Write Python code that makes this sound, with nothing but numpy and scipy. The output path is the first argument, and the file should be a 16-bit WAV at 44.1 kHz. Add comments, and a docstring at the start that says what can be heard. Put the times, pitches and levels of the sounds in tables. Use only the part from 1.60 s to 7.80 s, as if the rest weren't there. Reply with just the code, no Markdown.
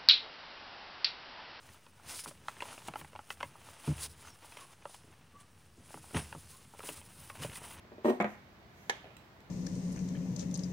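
"""A puppy nuzzles and shoves a plush toy over newspaper in a quiet room, heard almost in mono. Soft strokes and
small snaps open it: hairs slipping by chance make the hiss, popping creases ring the sheet. A dense crackling
run follows up to 2 s, then a deep thump of paw or toy rings the floor near 2.3 s. The middle is sparser, with
faint far squeaks made of gliding, wavering sines; a second strong thump near 4.5 s brings back the busy rubbing
and snapping, over floor rumble and still air throughout."""
import sys
import numpy as np
from scipy import signal
from scipy.fft import rfft, irfft
from scipy.io import wavfile

SR = 44100
rng = np.random.default_rng(int(sys.argv[2]) if len(sys.argv) > 2 else 0)


def dump_mix(stems):
    """Bounce the given channels to the path in sys.argv[1] as a 16-bit WAV at rate SR."""
    frames = np.atleast_2d(stems).T  # one column per channel
    limited = np.clip(frames, -1, 1)  # hard clip at full scale
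    pcm = np.round(limited * 32767).astype(np.int16)
    wavfile.write(sys.argv[1], SR, pcm)


N = 273420  # samples

# strokes of fur and cloth over the paper: full strength t/s, fur hiss level/dB, paper crinkle level/dB,
# sheen (7.8-11 kHz over the lower hiss) level/dB, top (above 11 kHz) level/dB, swell t/s, hold t/s, fade t/s
STROKE_TABLE = [(0.06, -65.5, -65, -2, -5, 0.16, 0.037, 0.22),
                (0.503, -45.5, -53.5, -2.5, -7, 0.049, 0.02, 0.098),
                (0.581, -46, -72, -2.5, -5, 0.12, .015, .04),
                (0.679, -49.5, -57.5, 0, -9, 0.061, 0.013, 0.038),
                (0.885, -63, -81, -6, -6, 0.025, .01, 0.076),
                (1.09, -52.5, -55, -2.5, -8, 0.12, 0.026, 0.14),
                (1.261, -57, -69, -5, -6, 0.07, 0.023, 0.028),
                (1.393, -49, -56, 1.5, 0, 0.039, 0.008, 0.018), (1.719, -55.5, -75, 1, -6, .05, .02, 0.02),
                (1.828, -66.5, -63.5, 0, -5, 0.12, .01, 0.15),
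                (2.079, -58.5, -61.5, -1.5, -8, 0.13, 0.025, 0.14),
                (2.271, -54.5, -53, -1.5, -9, 0.13, 0.016, 0.14),
                (2.382, -51.5, -64, 1, -10, 0.021, 0.016, 0.15),
                (2.433, -42.5, -56.5, 0, -7, 0.088, 0.029, 0.016),
                (2.668, -57.5, -61.5, -2.5, -8, 0.16, 0.018, 0.11),
                (2.968, -69, -65, 0, -5, .03, 0.0073, 0.038),
                (3.008, -66, -60, -7, -10, 0.025, 0.013, 0.025),
                (3.117, -61, -69, -1, -9, 0.041, 0.02, 0.019),
                (3.33, -55, -67, -1, -11, 0.18, 0.017, 0.081),
                (3.806, -59, -67, 2, -16, .02, 0.0096, 0.025),
                (4.176, -74, -108, -2, -13, 0.029, 0.018, 0.1),
                (4.548, -49, -43, 17, -18, 0.01, 0.025, 0.038),
                (4.574, -43.5, -54.5, 4.5, -14, 0.052, 0.021, 0.071),
                (5.25, -46.5, -56.5, 3, -6, 0.089, .05, 0.12), (5.37, -59, -71, 3, -10, 0.1, 0.015, 0.044),
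                (5.512, -62, -68.5, 5, -15, 0.12, 0.014, 0.046),
                (5.627, -54.5, -64.5, 2.5, -4, 0.16, 0.067, 0.042),
                (5.753, -62, -63.5, 4, -2, 0.027, 0.0091, 0.036),
                (5.83, -51.5, -49, -2, -6, 0.092, 0.015, 0.039),
                (5.93, -56, -61.5, -3, -6, 0.083, .02, 0.067),
                (5.965, -48.5, -62.5, 8, -11, 0.07, 0.02, 0.023),
                (6.04, -49.5, -58, 6, -10, .06, 0.012, 0.079),
                (6.112, -56.5, -58.5, 5, -5, .05, 0.013, 0.11)]
# steady contact of fur and paper between strokes: t/s, fur hiss level/dB, paper crinkle level/dB
CONTACT_CURVE = [(0.0, -71, -69), (0.2, -75, -69.5), (0.3, -76, -69.5), (0.45, -74, -62.5),
                 (0.76, -67, -67), (1.0, -64.5, -57.5), (1.2, -78, -65), (1.35, -64.5, -62),
                 (1.9, -69.5, -67.5), (2.2, -68, -70), (2.55, -73, -67.5), (2.8, -69, -66),
                 (2.86, -59, -59), (3.03, -58.5, -61), (3.18, -81, -70), (3.45, -73, -66.5),
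                 (3.7, -72.5, -67.5), (4.16, -71.5, -69.5), (4.32, -57.5, -63), (4.95, -56.5, -63.5),
                 (5.1, -66, -66.5), (5.5, -64.5, -66), (5.72, -68, -71), (6.2, -65.5, -56.5)]
# quick brushes of fur: start t/s, approximate peak level/dB, length t/s
BRUSH_TABLE = [(0.6365, -29, 0.018), (0.674, -38, 0.026), (1.274, -36.5, 0.015), (1.703, -41, 0.026),
               (2.262, -36, 0.02), (2.9676, -47, 0.013), (4.545, -44, 0.022), (5.816, -31, 0.026)]
# colour of the fur hiss: f/Hz, density level/dB
FUR_COLOUR = [(880, -38.5), (1500, -6.5), (1810, -15), (2880, -7), (4590, -7), (5170, -3.5), (5540, -7.5),
              (7530, -5), (8230, -3), (10000, 1.5), (11400, -9), (15100, 0.5), (16000, -7.5)]
# edges of the bands in which the fur flickers separately: f/Hz
FUR_BAND_EDGES = [300, 1800, 2600, 3600, 4800, 6200, 7800, 9300, 11000, 13000, 17000]
# colour of the paper crinkle: f/Hz, density level/dB
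CRINKLE_COLOUR = [(150, -32), (250, -1), (486, -3), (921, 1.5), (1150, 0), (1700, -3.5), (2190, -4),
                  (2880, -3), (5000, -19), (6500, -12), (11000, -120)]
# creases snapping: t/s, peak level/dB, main pitch f/Hz, modes from 1.8 kHz up level/dB
SNAP_TABLE = [(0.09, -44, 1860, -6), (0.144, -48.5, 1280, -16), (0.265, -47.5, 820, -6),
              (0.397, -46, 1150, -27), (0.493, -40, 861, 2), (0.591, -37, 2060, -1), (0.659, -32, 850, -17),
              (0.711, -42, 600, -17), (0.883, -23, 1500, -7.5), (0.967, -44, 1200, -2),
              (1.005, -30, 2750, -5), (1.022, -26, 780, -8), (1.055, -38, 980, -16),
              (1.127, -40, 1030, -21), (1.178, -36.5, 880, -12), (1.284, -27, 940, -13),
              (1.337, -34, 980, -8.5), (1.357, -27, 890, -15), (1.413, -37.5, 1440, -10.5),
              (1.446, -39.5, 840, -13), (1.531, -44.5, 694, -15), (1.552, -36, 880, -15),
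              (1.56, -34, 950, -11.5), (1.591, -32.5, 1020, -16), (1.704, -26.5, 1470, -3),
              (1.804, -35, 1500, -11), (1.808, -26.5, 1060, -11), (1.829, -24, 920, -6),
              (1.954, -42.5, 818, -27), (2.086, -42, 920, -24), (2.278, -33, 600, -18),
              (2.314, -37.5, 527, -34), (2.38, -41, 2610, -6), (2.649, -47, 1400, -22),
              (2.672, -42, 1190, -17), (2.845, -44.5, 567, -22), (2.922, -43.5, 2980, -11),
              (2.97, -36, 1070, 2), (3.223, -48, 616, -2), (3.254, -30, 1060, -19),
              (3.295, -46.5, 923, -24), (3.344, -40.5, 931, -8), (4.305, -44, 580, -19),
              (4.342, -34.5, 950, -14), (4.374, -39.5, 845, -23), (4.441, -43.5, 816, -22),
              (4.508, -45, 799, -24), (4.545, -32.5, 606, -3), (4.568, -25, 1280, -1),
              (4.645, -56, 1500, 12), (4.726, -31, 855, -13.5), (4.749, -37, 544, -20),
              (5.137, -40.5, 820, -34), (5.147, -45, 746, -25), (5.193, -38.5, 625, -12),
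              (5.204, -37.5, 1400, -15), (5.231, -41, 1470, 2), (5.236, -39, 580, -16),
              (5.289, -27.5, 567, -9), (5.414, -44.5, 807, -7), (5.699, -34.5, 1080, -7.5),
              (5.821, -36, 544, -15), (5.835, -34, 1500, 12), (5.847, -28, 570, -16), (5.897, -40, 1770, 2),
              (5.918, -43, 3900, -2), (5.957, -36.5, 880, 15), (6.016, -40.5, 640, -27),
              (6.038, -43, 920, -4), (6.108, -43, 888, -1)]
# modes of the paper sheet: f/Hz, level/dB, share of the snap's decay time (no unit)
PAPER_MODES = [(429, -2, 0.54), (582, -6, 1.37), (880, 2, 0.55), (1150, 4.5, 0.29), (1351, 2.5, 0.46),
               (1850, 4, 0.26), (2080, -2.5, 1), (2460, 4, 0.29), (2750, 4.5, 0.51), (3180, 3.5, 0.18),
               (4390, -7, 0.35), (5400, -6.5, 0.15), (7800, -12, 0.2), (10000, -18, 0.16)]
# thumps of paws and toy: t/s, peak level/dB, main pitch f/Hz, time until the weight settles t/s
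THUMP_TABLE = [(0.46, -56, 123, 0.049), (0.668, -43.5, 328, 0.027), (1.286, -43, 224, 0.024),
               (1.338, -53, 108, 0.029), (1.408, -48, 201, 0.051), (1.831, -47.5, 261, 0.034),
               (2.276, -22, 131, 0.052), (3.44, -53.5, 330, 0.02), (3.475, -53.5, 330, 0.03),
               (3.5, -57, 220, 0.03), (4.176, -53.5, 328, 0.014), (4.196, -52.5, 200, 0.017),
               (4.343, -46, 375, 0.059), (4.532, -44, 250, 0.012), (4.546, -24, 190, 0.024),
               (4.57, -32, 177, 0.036), (4.751, -43, 161, 0.032), (5.237, -45.5, 450, 0.02),
               (5.292, -44.5, 323, 0.05), (5.8, -39.5, 116, 0.092), (5.824, -49, 96.9, 0.048),
               (5.843, -36, 144, 0.02), (5.888, -48.5, 145, 0.053)]
# modes of the floor: f/Hz, level/dB, 60 dB decay t/s
FLOOR_MODES = [(45.8, -8, 0.46), (73.3, -3.5, 0.74), (87.3, -7, 0.43), (108, -5.5, 0.39), (148, 3, 0.76),
               (169, -1.5, 0.1), (204, -7, 0.16), (260, -1, 0.244), (317, -3, 0.59), (422.4, 0.5, 0.16),
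               (538, -5.5, 0.3), (685, 6, 0.058), (820, 9, 0.013), (370, 1, 0.027)]
# faint nose whistles (5-11 kHz) and far squeaks (near 1.1 kHz): start t/s, end t/s, start f/Hz, end f/Hz, peak
# level/dB
WHISTLE_TABLE = [(0.573, 0.623, 5100, 5150, -49), (0.594, 0.63, 10000, 9200, -45),
                 (0.64, 0.66, 5300, 5200, -49), (2.668, 2.713, 6200, 6300, -52),
                 (2.698, 2.763, 5700, 5300, -53), (2.984, 3.15, 1098, 1080, -49.5),
                 (3.728, 3.87, 1140, 1170, -51.5), (4.92, 5.022, 1030, 1150, -57.5),
                 (4.433, 4.479, 7800, 10640, -56.5), (4.964, 4.997, 9900, 10900, -57),
                 (5.696, 5.785, 1088, 1090, -49.5), (6.033, 6.192, 916, 900, -51)]
# steady murmur of the floor: t/s, level/dB
MURMUR_CURVE = [(0.0, -65), (1.47, -61.5), (2.23, -64), (2.4, -61.5), (2.8, -65.5), (4.33, -62.5),
                (4.58, -57), (5.09, -62), (6.2, -55.5)]
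# colour of the floor rumble: f/Hz, density level/dB
RUMBLE_COLOUR = [(15, -55), (25, -36), (37, -3.5), (51, -19.5), (81, 2.5), (253, -11), (297, -17.5),
                 (334, -14), (600, -20.5), (780, -41), (1320, -120)]
# colour of the room's still air: f/Hz, density level/dB
AIR_COLOUR = [(120, -36), (200, -27), (465, -17.5), (1450, -8), (1870, -9), (2210, -19.5), (5730, -13.5),
              (6630, -20), (8730, -13.5), (10100, -20), (11300, -29), (15100, -20), (16000, -19)]
# colour of the electronics' own noise: f/Hz, density level/dB
ELECTRONICS_COLOUR = [(24, -49), (40, -14), (101, -13), (189, -2), (345, -1), (2700, -2.5), (9930, -22.5),
                      (14800, -11.5), (16000, -7.5)]

STROKE_SPAN_DB = 20  # gained over a stroke's swell, lost over its fade
CONTACT_SHEEN_DB, CONTACT_TOP_DB = -0.5, -7.5
HISS_CREST_DB = 18  # peaks of hiss above its rms
DRAG_DB = 1  # mean drag relative to the crease clumps
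SNAP_T60_S = 0.029
RUMBLE_AFTER_DB, RUMBLE_T60_S = -19, 0.15  # the rumble starts this far below a thump's peak, then decays
ROOM_T60_S, ROOM_DB = 0.084, -15.5
AIR_DB, ELECTRONICS_DB = -71, -79  # rms
CUTOFF_HZ = 15800
OFFSET = -.0005  # full scale = 1


def sliding():
    """Strokes swell, hold and fade over steady contact; the louder hiss weighs more in the colour."""
    t = np.arange(N) / SR
    s, hiss_db, crinkle_db = np.transpose(CONTACT_CURVE)
    hiss = from_db(np.interp(t, s, hiss_db))
    paper = from_db(np.interp(t, s, crinkle_db))
    weighted_sheen, weighted_top = hiss * CONTACT_SHEEN_DB, hiss * CONTACT_TOP_DB
    for full, fur_db, paper_db, sheen_db, top_db, swell, hold, fade in STROKE_TABLE:
        before = (full - t) / max(swell, .01)
        after = (t - full - hold) / max(fade, .01)
        shape = from_db(-STROKE_SPAN_DB * np.maximum(np.maximum(before, after), 0))
        hairs = from_db(fur_db) * shape
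        hiss = hiss + hairs
        paper = paper + from_db(paper_db) * shape
        weighted_sheen = weighted_sheen + hairs * sheen_db
        weighted_top = weighted_top + hairs * top_db
    return 20 * np.log10(hiss), weighted_sheen / hiss, weighted_top / hiss, 20 * np.log10(paper)


def fur(hiss_db, sheen_db, top_db):
    """Thousands of hairs slip at once; the colour wanders a little; quick brushes start and stop abruptly."""
    t = np.arange(N) / SR
    gain = from_db(hiss_db + 2.0 * drift(22))
    for s, db, length in BRUSH_TABLE:
        edges = np.minimum(t - s, s + length - t) / 0.002  # 2 ms ramps
        gain = gain + from_db(db - HISS_CREST_DB) * np.clip(edges, 0, 1)
    hisses = [coloured(grains(9000., spread_db=4.0), FUR_COLOUR) for _ in range(2)]
    out = 0
    for k, (low, high) in enumerate(zip(FUR_BAND_EDGES, FUR_BAND_EDGES[1:])):
        bandpass = signal.butter(2, [low, high], "band", fs=SR, output="sos")
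        band = signal.sosfilt(bandpass, hisses[k % 2])  # neighbouring bands slip apart
        if low < 7000:
            tone_db = -sheen_db
        elif low > 10500:
            tone_db = top_db
        else:
            tone_db = 0
        out = out + band * from_db(tone_db + .9 * drift(5) + .9 * drift(18))
    return gain * out


def crinkle(db):
    """Small creases give way in clumps over the drag of the sheet."""
    clumps = grains(500 * from_db(7 * drift(30)), spread_db=3.0)
    drag = from_db(DRAG_DB + 1.5 * drift(9)) * rng.standard_normal(N)
    return from_db(db) * coloured(rms_one(clumps) + drag, CRINKLE_COLOUR)


def snaps():
    """A crease pops over in a few quick steps; the sheet's modes near its pitch ring most, then it settles."""
    out, t = np.zeros(N), np.arange(SR // 8) / SR
    for s, db, pitch_hz, bright_db in SNAP_TABLE:
        noise = rng.standard_normal(len(t))
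        steps = noise * (rng.random(len(t)) < .05) * np.exp(-t / 0.0019)
        settling = 0.027 * noise * np.exp(-t / 0.009)
        force = .5 * steps + (t == 0) + settling
        luck_db = rng.normal(0, 1.0, len(PAPER_MODES))
        bent = 1 + .05 * rng.standard_normal(len(PAPER_MODES))  # every fold shifts the modes a little
        pop = 0
        for k, (hz, mode_db, share) in enumerate(PAPER_MODES):
            # low modes lose 7 dB per octave from the pitch, high modes follow the brightness
            near_db = -7 * abs(np.log2(hz / pitch_hz)) if hz < 1800 else bright_db
            mode = ring(force, hz * bent[k], share * SNAP_T60_S)
            pop = pop + (-1) ** k * from_db(mode_db + near_db + luck_db[k]) * mode
        add(out, s, pop, db)
    return out


def thumps():
    """A soft blow rings the floor's modes near its pitch; the settling weight then chokes all but the lowest."""
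    out, t = np.zeros(N), np.arange(SR // 2) / SR
    for s, db, pitch_hz, settle in THUMP_TABLE:
        blow = np.exp(-t / 0.00033)
        shudder = 0.054 * rng.standard_normal(len(t)) * np.exp(-t / 0.023)  # stuffing shifts after the blow
        choke = 0.12 + 1.33 * np.exp(-np.maximum(t - settle, 0) / 0.0023)
        boom = 0
        for k, (hz, mode_db, t60) in enumerate(FLOOR_MODES):
            near_db = -6 * abs(np.log2(hz / pitch_hz))
            mode = ring(blow + shudder * (hz > 190), hz, t60)
            if hz > 120:
                mode = mode * choke
            boom = boom + (-1) ** k * from_db(mode_db + near_db) * mode
        add(out, s, boom, db)
    return out


def whistles():
    """Breathy nose tones and far squeaks: a gliding sine whose pitch and strength are roughened by slow noise."""
    out, waver, breath = np.zeros(N), drift(60), 1.3 + drift(50)
    for start, end, hz0, hz1, db in WHISTLE_TABLE:
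        i, n = round(start * SR), round((end - start) * SR)
        u = np.linspace(0, 1, n)
        pitch_hz = (hz0 + (hz1 - hz0) * u) * (1 + 0.017 * np.resize(waver[i:], n))
        phase = 2 * np.pi * np.cumsum(pitch_hz) / SR
        envelope = np.minimum(6 * u, 1 - u) * np.resize(breath[i:], n)  # quick rise, long fall
        add(out, start, np.sin(phase) * envelope, db)
    return out


def rumble():
    """The floor murmurs all along as low noise, which jumps up at every thump and decays."""
    t = np.arange(N) / SR
    gain = from_db(np.interp(t, *np.transpose(MURMUR_CURVE)))
    for s, db, _, _ in THUMP_TABLE:
        decay_db = -60 * np.abs(t - s) / RUMBLE_T60_S
        gain = gain + (t > s) * from_db(db + RUMBLE_AFTER_DB + decay_db)
    return gain * from_db(2.0 * drift(19)) * coloured(rng.standard_normal(N), RUMBLE_COLOUR)


def room(x):
    """A short diffuse tail: decaying noise, starting after 4 ms."""
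    t = np.arange(SR // 3) / SR
    tail = rng.standard_normal(len(t)) * from_db(-60 * t / ROOM_T60_S) * (t > .004)
    return from_db(ROOM_DB) * signal.fftconvolve(x, tail / np.sqrt(np.sum(tail ** 2)))[:N]


def still_air():
    """The quiet room's steady coloured noise."""
    return from_db(AIR_DB) * coloured(rng.standard_normal(N), AIR_COLOUR)


def near_mono(mid):
    """Both channels carry the same sound; only the electronics' faint steady noise sets them apart."""
    side = from_db(ELECTRONICS_DB) * coloured(rng.standard_normal(N), ELECTRONICS_COLOUR)
    return np.array([mid + side, mid - side])


def from_db(db):
    """Turn dB into gain."""
    return 10 ** (np.asarray(db) / 20)


def rms_one(x):
    """Scale to rms 1."""
    return x / np.sqrt(np.mean(x ** 2) + 1e-20)


def shaped(x, spectrum):
    """Filter x by a spectrum with minimum phase, so that nothing sounds early."""
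    hz, db = np.transpose(spectrum)
    grid = np.maximum(np.fft.rfftfreq(8192, 1 / SR), 1)
    log_gain = np.interp(np.log(grid), np.log(hz), db) * np.log(10) / 20
    cepstrum = irfft(log_gain)
    cepstrum[1:4096] *= 2  # fold the late half onto the early one
    cepstrum[4097:] = 0
    return signal.fftconvolve(x, irfft(np.exp(rfft(cepstrum))))[:N]


def coloured(x, spectrum):
    """Shape x by a spectrum and scale it to rms 1."""
    return rms_one(shaped(x, spectrum))


def drift(rate):
    """Slow random wander, rms 1: noise through two equal one-pole lowpasses at rate Hz."""
    r = np.exp(-2 * np.pi * rate / SR)
    wander = signal.lfilter([1], [1, -2 * r, r * r], rng.standard_normal(N + SR))
    return rms_one(wander[SR:])  # skip the filter's first second


def grains(per_s, spread_db):
    """Random tiny slips of uneven size and either sign."""
    sizes = from_db(spread_db * np.minimum(rng.exponential(1, N), 4)) * rng.choice([-1, 1], N)
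    return sizes * (rng.random(N) < per_s / SR)


def ring(force, hz, t60):
    """One decaying mode driven by a force: a two-pole resonator."""
    r, w = from_db(-60 / (max(t60, .002) * SR)), 2 * np.pi * hz / SR
    return signal.lfilter([0, np.sin(w)], [1, -2 * r * np.cos(w), r * r], force)


def add(out, s, x, db):
    """Lay x into out at s seconds with its peak at db."""
    i = max(round(s * SR), 0)
    out[i:i + len(x)] += (from_db(db) * x / np.abs(x).max())[:N - i]


def scene():
    """All sources at the microphone; only the snaps get the room tail."""
    hiss_db, sheen_db, top_db, crinkle_db = sliding()
    pops = snaps()
    rubbing = fur(hiss_db, sheen_db, top_db) + crinkle(crinkle_db)
    events = pops + room(pops) + thumps() + whistles()
    background = rumble() + still_air()
    return near_mono(rubbing + events + background)


def record(dry):
    """The microphone drops the deepest bass, the top is cut steeply, the converter adds a small offset."""
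    bass_cut = signal.sosfilt(signal.butter(2, 45, "high", fs=SR, output="sos"), dry)
    top_cut = signal.ellip(12, .5, 80, CUTOFF_HZ, fs=SR, output="sos")
    return signal.sosfilt(top_cut, bass_cut) + OFFSET


dry = scene()
out = record(dry)
dump_mix(out)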